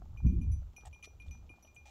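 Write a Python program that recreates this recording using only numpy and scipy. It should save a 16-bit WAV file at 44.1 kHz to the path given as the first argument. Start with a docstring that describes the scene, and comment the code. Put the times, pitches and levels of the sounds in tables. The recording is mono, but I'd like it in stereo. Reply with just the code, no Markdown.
"""A goat drinks at a lake shore. From the start, water plips at the edge as small bubbles resonate.
Then its collar bell tinkles at every move of its neck: the clapper excites the shell's damped modes.
Early on a gust buffets the two microphone ports with turbulence. As it fades, a few short wet scuffs
follow, as of hooves in mud and grass. A low rumble remains to the end, over faint outdoor hiss."""
import sys
import numpy as np
from scipy import signal
from scipy.fft import rfft, irfft
from scipy.io import wavfile
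from scipy.ndimage import uniform_filter1d

SR = 44100
rng = np.random.default_rng(int(sys.argv[2]) if len(sys.argv) > 2 else 0)


def to_wav(s):
    """Save 16-bit WAV."""
    ch = np.atleast_2d(s).T  # columns
    pcm = np.round(np.clip(ch, -1, 1) * 32767)  # PCM
    wavfile.write(sys.argv[1], SR, pcm.astype(np.int16))


N = 83790
T, HZ = np.arange(N) / SR, np.fft.rfftfreq(N, 1 / SR)

# shell modes: f/Hz, T60/s, left minus right/dB, left phase lead/rad
BELL_MODES = [(2416, .26, 10, 1.35), (5869, .22, 6, -1.1), (5998, .24, 5, -1.1), (10719, .13, -5, .9),
              (11325, .14, -3, .8)]
# clapper strikes: t/s, factor on T60, level/dB of modes 1 to 5 (set by the place hit)
STRIKES = [(0.1725, 0.77, -51.5, -74, -67.5, -94, -76), (0.263, 1.17, -55, -71.5, -62, -80, -72.5),
           (0.3197, 1.1, -63.5, -81, -79.5, -92, -77), (0.414, 0.82, -54.5, -70.5, -64.5, -67, -78),
           (0.5165, 1.16, -67.5, -64, -56, -59, -99), (.764, 1, -47.5, -52.5, -60, -63, -67),
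           (0.9284, 1.07, -50, -61.5, -79, -71.5, -90), (1.0263, 0.76, -43.5, -85, -53, -60, -76),
           (1.05, 1.12, -54.5, -55.5, -95, -72, -73), (1.1994, 0.98, -48, -67.5, -91, -69.5, -79),
           (1.3098, 1.17, -52, -61.5, -55, -105, -72), (1.493, 1.12, -48.5, -73, -80, -71, -96),
           (1.6247, 1.4, -70, -59, -65.5, -74.5, -69), (1.6746, 0.88, -56.5, -67, -67.5, -90, -85),
           (1.763, 1, -48, -68.5, -63.5, -74, -83), (1.8563, 1.5, -55.5, -72, -65, -108, -103)]
# modes of clapper and mounting: f/Hz, T60/s, level/dB re the upper shell modes
CLAPPER_MODES = [(6730, 0.011, -8.5), (2200, 0.15, -23)]
CONTACT_S, RING_RISE_S, DAMP_S = 0.00072, 0.00156, 0.0013
SETTLE_DB_PER_S2 = 253  # the settling clapper damps the shell more and more
TICK_HZ, TICK_T60_S, TICK_DB = 2933, 0.019, -7  # level re mode 1
SNAP_T60_S, SNAP_DB = 0.038, -13  # contact noise, level re the upper modes
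def bell():
    """Modal vibration: each impact excites five shell modes and damps the previous ring."""
    out, t = np.zeros((2, N)), np.arange(SR // 2) / SR
    stops = [row[0] for row in STRIKES[1:]] + [N / SR + 1]
    for (start, t60_factor, *levels), stop in zip(STRIKES, stops):
        gate = np.minimum(t / CONTACT_S, 1) * np.exp(-np.maximum(t - (stop - start), 0) / DAMP_S)
        ring = sum(mode(t, hz, t60 * t60_factor, db) * ports(pan_db, lead)
                   for db, (hz, t60, pan_db, lead) in zip(levels, BELL_MODES))
        ring = ring * (1 - np.exp(-t / RING_RISE_S)) * amp(-SETTLE_DB_PER_S2 * t ** 2)
        upper_gain = np.linalg.norm(amp(levels[1:]))
        clapper = upper_gain * sum(mode(t, *row) for row in CLAPPER_MODES) * ports(pan_db=-3)
        tick = mode(t, TICK_HZ, TICK_T60_S, levels[0] + TICK_DB) * ports(*BELL_MODES[0][2:])
        snap = upper_gain * amp(SNAP_DB - 60 * t / SNAP_T60_S) * rng.standard_normal((2, len(t)))
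        add(out, start, gate * ((ring + clapper - tick).imag + snap))
    return out


# bubble plips and drips, plus one sharp high snap opening the first scuff: t/s, level/dB, starting f/Hz
PLIPS = [(0.019, -42.5, 721), (.057, -50.5, 860), (0.13, -55.5, 855), (.163, -46, 1060), (0.203, -47, 860),
         (0.2516, -45, 940), (.62, -54, 540), (0.78, -45, 783), (0.824, -47, 1270), (0.833, -41.5, 820),
         (0.96, -51, 827), (1.073, -48, 418), (1.261, -52.5, 740), (1.351, -48, 943), (1.5, -48, 297),
         (1.538, -50, 810), (1.584, -51, 800), (1.647, -50.5, 615), (0.8573, -44.5, 8100),
         (0.947, -55, 3070), (1.283, -49, 3460), (1.65, -55, 2930)]
LAP_PER_S, LAP_DB, LAP_SPREAD_DB, LAP_HZ, LAP_LOG_SPREAD = 50, -59.5, 3, 884, 0.21
def water(lap_count=200):
    """Superposition of damped tones: plips, drips and one snap stand out from faint random lapping."""
    out = np.zeros((2, N))
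    for start, db, hz in PLIPS:
        add(out, start, plip(db, hz))
    lap_times = rng.random(lap_count) * lap_count / LAP_PER_S
    for start, (softness, pitch) in zip(lap_times, rng.standard_normal((lap_count, 2))):
        add(out, start, plip(LAP_DB - LAP_SPREAD_DB * softness, LAP_HZ * np.exp(LAP_LOG_SPREAD * pitch)))
    return out


PLIP_REF_HZ, PLIP_RISE_S, PLIP_T60_S = 810, 0.0014, 0.026  # times hold at the reference pitch
GLIDE_PER_S, SPLASH_DEPTH, PLIP_LEFT_LAG_S = 2.7, 0.68, 0.000446
def plip(db, hz):
    """Damped resonance, as of a bubble: a rising tone roughened by splash; higher tones die sooner."""
    t, time_scale = np.arange(SR // 10) / SR, np.sqrt(PLIP_REF_HZ / hz)
    noise = rng.standard_normal((2, len(t)))
    real, imag = uniform_filter1d(uniform_filter1d(noise, size=36), size=24)
    splash = 1 + SPLASH_DEPTH * unit(real + 1j * imag)
    tone = mode(t, hz * (1 + GLIDE_PER_S * t / 2), PLIP_T60_S * time_scale, db)
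    attack = np.minimum(t / (PLIP_RISE_S * time_scale), 1)
    pan_db = np.interp(hz, HZ, spectrum(WET_BALANCE))
    return (attack * tone * splash * ports(pan_db, lead=-2 * np.pi * hz * PLIP_LEFT_LAG_S)).imag


# left-right balance of the plips, scuffs and spatter, by frequency: f/Hz, left minus right/dB
WET_BALANCE = [(800, -8), (1700, 1), (4300, -15), (6500, 7.5), (8000, 21), (9500, -7.5), (12000, -10)]
def to_stereo(x, left_lag_s=0.0003296):
    """Level and time differences: the balance varies with frequency and the left port lags."""
    return irfft(rfft(x) * ports(spectrum(WET_BALANCE), lead=-2 * np.pi * HZ * left_lag_s), N)


# wet scuffs: t/s, duration/s, level/dB of body, crackle and fizz
SCUFFS = [(0.852, 0.031, -49, -58, -62), (1.035, 0.026, -79, -51.5, -68), (1.262, 0.036, -90, -74, -79),
          (1.308, 0.059, -74.5, -73.5, -84), (1.746, 0.019, -80, -91, -65.5),
          (1.855, 0.069, -60, -60.5, -70)]
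# spectra of these three bands: f/Hz, relative level/dB
BODY_SPECTRUM = [(250, -37), (520, -9.5), (690, 5), (815, 19), (950, -8), (1300, -2), (1850, 8),
                 (2300, -64), (5000, -59)]
CRACKLE_SPECTRUM = [(500, -75), (1300, 20), (1650, 13), (2300, 7.5), (3200, 8), (4400, 9.5), (6000, 4.5),
                    (8500, -7), (15000, -24)]
FIZZ_SPECTRUM = [(2500, -11), (5500, -32), (6700, 5), (7800, 4.5), (9100, -11.5), (10000, -14),
                 (11000, -11), (15500, -17)]
SCUFF_RISE_S, SCUFF_FALL_S = 0.001, 0.0055
def scuffs():
    """Shot noise: dense tiny snaps merge into a hollow body, a crackle and a fizz."""
    out = np.zeros(N)
    for band, shape in enumerate([BODY_SPECTRUM, CRACKLE_SPECTRUM, FIZZ_SPECTRUM]):
        snaps = rng.standard_normal(N) * impulses(per_s=900, spread_db=0.5)
        envelope = np.zeros(N)
        for start, duration, *levels in SCUFFS:
            rise = np.clip((T - start) / SCUFF_RISE_S, 0, 1)
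            fall = np.exp(-np.maximum(T - start - duration + SCUFF_FALL_S, 0) / SCUFF_FALL_S)
            envelope += amp(levels[band]) * rise * fall
        smooth_noise = 0.5 * rng.standard_normal(N)
        out += envelope * coloured(unit(snaps) + smooth_noise, shape)
    return to_stereo(out)


def spatter(level_db=-80.5, decay_s=0.0048):
    """Sparse impacts of water on mud: each tick is an exponentially decaying noise burst."""
    hits = impulses(per_s=49, spread_db=4.5)
    bursts = signal.lfilter([1], [1, -np.exp(-1 / (decay_s * SR))], hits) * rng.standard_normal(N)
    return to_stereo(amp(level_db) * coloured(bursts, CRACKLE_SPECTRUM))


# rumble at each port: t/s, level/dB
RUMBLE_LEFT = [(0, -53), (.215, -45), (0.252, -28), (.38, -25.5), (.46, -26), (0.549, -26), (.62, -34.5),
               (.69, -40), (.75, -56.5), (0.841, -56), (0.882, -38), (0.978, -62.5), (1.12, -48.5),
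               (1.25, -47.5), (1.298, -41.5), (1.37, -46.5), (1.51, -47), (1.6, -63), (1.7, -62),
               (1.79, -52.5), (1.9, -54)]
RUMBLE_RIGHT = [(0, -43.5), (0.218, -35), (0.255, -14.5), (0.301, -24.5), (0.334, -41), (0.383, -19.5),
                (0.438, -38), (.53, -23.5), (.61, -44.5), (0.681, -58), (0.751, -60), (0.861, -45),
                (.92, -52.5), (.98, -62), (1.255, -62), (1.292, -35.5), (1.34, -57), (1.9, -61.5)]
# low-mid buffeting: t/s, left level/dB, right level/dB
BUFFET_LEVELS = [(0, -57.5, -59), (0.211, -77.5, -62.5), (0.254, -37, -21), (0.311, -30, -41),
                 (0.392, -36.5, -37), (.44, -43.5, -49), (0.478, -44, -55), (0.529, -49.5, -67),
                 (0.671, -68.5, -80), (1.1, -77.5, -69), (1.3, -54.5, -83), (1.6, -71.5, -84),
                 (1.9, -74, -92)]
# spectra of the eddies, coarse to fine: f/Hz, relative level/dB
RUMBLE_SPECTRUM = [(12, -17.5), (45, -3.5), (74, 3.5), (105, -11.5), (140, -20), (220, -51.5), (400, -84)]
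BUFFET_SPECTRUM = [(80, -29), (135, -3), (175, -3), (240, -9), (350, -25), (600, -74.5)]
FLUTTER_SPECTRUM = [(200, -30), (325, 4.5), (430, -13), (600, -31), (1200, -90.5)]
GUST_DB, FLUTTER_DB, FLUTTER_DB_PER_DB = -33.5, -53.5, 0.79  # buffet and flutter in a full gust; slope
def wind():
    """Turbulent pressure, independent at each port: rumble, buffeting and a flutter that follows it."""
    times, *buffet_levels = np.transpose(BUFFET_LEVELS)
    channels = []
    for rumble_curve, buffet_db in zip([RUMBLE_LEFT, RUMBLE_RIGHT], buffet_levels):
        rumble = eddies(RUMBLE_SPECTRUM, *np.transpose(rumble_curve))
        buffet = eddies(BUFFET_SPECTRUM, times, buffet_db)
        flutter = eddies(FLUTTER_SPECTRUM, times, FLUTTER_DB + FLUTTER_DB_PER_DB * (buffet_db - GUST_DB))
        channels.append(rumble + buffet + flutter)
    return np.array(channels)


def eddies(shape, times, level_db, steady_s=0.027, cutoff_hz=910):
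    """Amplitude modulation: a band of turbulence, first evened out, follows the gust's strength."""
    noise = coloured(rng.standard_normal(N), shape)
    power = uniform_filter1d(np.abs(signal.hilbert(noise)) ** 2 / 2, int(steady_s * SR))
    gusting = noise / np.sqrt(power + 1e-9) * amp(np.interp(T, times, level_db))
    return signal.sosfilt(signal.butter(4, cutoff_hz, fs=SR, output="sos"), gusting)


# outdoor hiss: f/Hz, relative spectral density/dB
AIR_SPECTRUM = [(30, 2.5), (150, 6.5), (400, 1.5), (850, -4), (1300, -6), (1700, -16), (3000, -13),
                (5000, -18), (7400, -15.5), (8600, -31.5), (10500, -28.5), (12500, -21.5), (15500, -25)]
# its balance: f/Hz, left minus right/dB
AIR_PAN = [(200, -16), (900, 2.5), (2000, 7.5), (4000, 6), (6500, 6.5), (9000, 8.5), (13000, 0)]
def air(level_db=-68):
    """Stationary noise: faint outdoor hiss, uncorrelated between the ports."""
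    hiss = coloured(rng.standard_normal((2, N)), AIR_SPECTRUM)
    return amp(level_db) * irfft(rfft(hiss) * ports(spectrum(AIR_PAN)), N)


def mode(t, hz, t60, db):
    """Damped oscillation: a complex partial that falls 60 dB in t60 seconds."""
    return amp(db - 60 * t / t60) * np.exp(2j * np.pi * hz * t)


def impulses(per_s, spread_db):
    """Poisson process: impulses of random strength at independent times."""
    strength = amp(spread_db * np.minimum(rng.exponential(1, N), 3))
    return strength * (rng.random(N) < per_s / SR)


def amp(db):
    """Amplitude ratio of a level in decibels."""
    return 10 ** (np.asarray(db) / 20)


def unit(x):
    """Normalisation to an rms of one."""
    return x / np.sqrt(np.mean(np.abs(x) ** 2) + 1e-20)


def spectrum(points):
    """Interpolation of a table along log frequency."""
    hz, db = np.transpose(points)
    return np.interp(np.log(HZ + 1), np.log(hz), db)


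def coloured(x, points):
    """Spectral shaping, at unit rms."""
    return unit(irfft(rfft(x) * amp(spectrum(points)), N))


def ports(pan_db, lead=0):
    """Constant-power panning: complex left and right gains, the left leading by lead radians."""
    ratio = amp(pan_db) * np.ones(1)
    return np.array([ratio * np.exp(1j * lead), np.ones(len(ratio))]) * np.sqrt(2 / (1 + ratio ** 2))


def add(mix, start_s, sound):
    """Superposition of a sound on the mix from a given time."""
    part = mix[:, max(0, round(start_s * SR)):][:, :sound.shape[1]]
    part += sound[:, :part.shape[1]]


def scene():
    """Linear superposition: the pressures of all sources add at the two ports."""
    return wind() + air() + bell() + scuffs() + water() + spatter()


def record(dry, cutoff_hz=15800):
    """Band limiting: a linear-phase low-pass removes the highest treble."""
    lowpass = signal.firwin(511, cutoff_hz, window=("kaiser", 9), fs=SR)
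    return signal.oaconvolve(dry, lowpass[None], "same")


dry = scene()
out = record(dry)
to_wav(out)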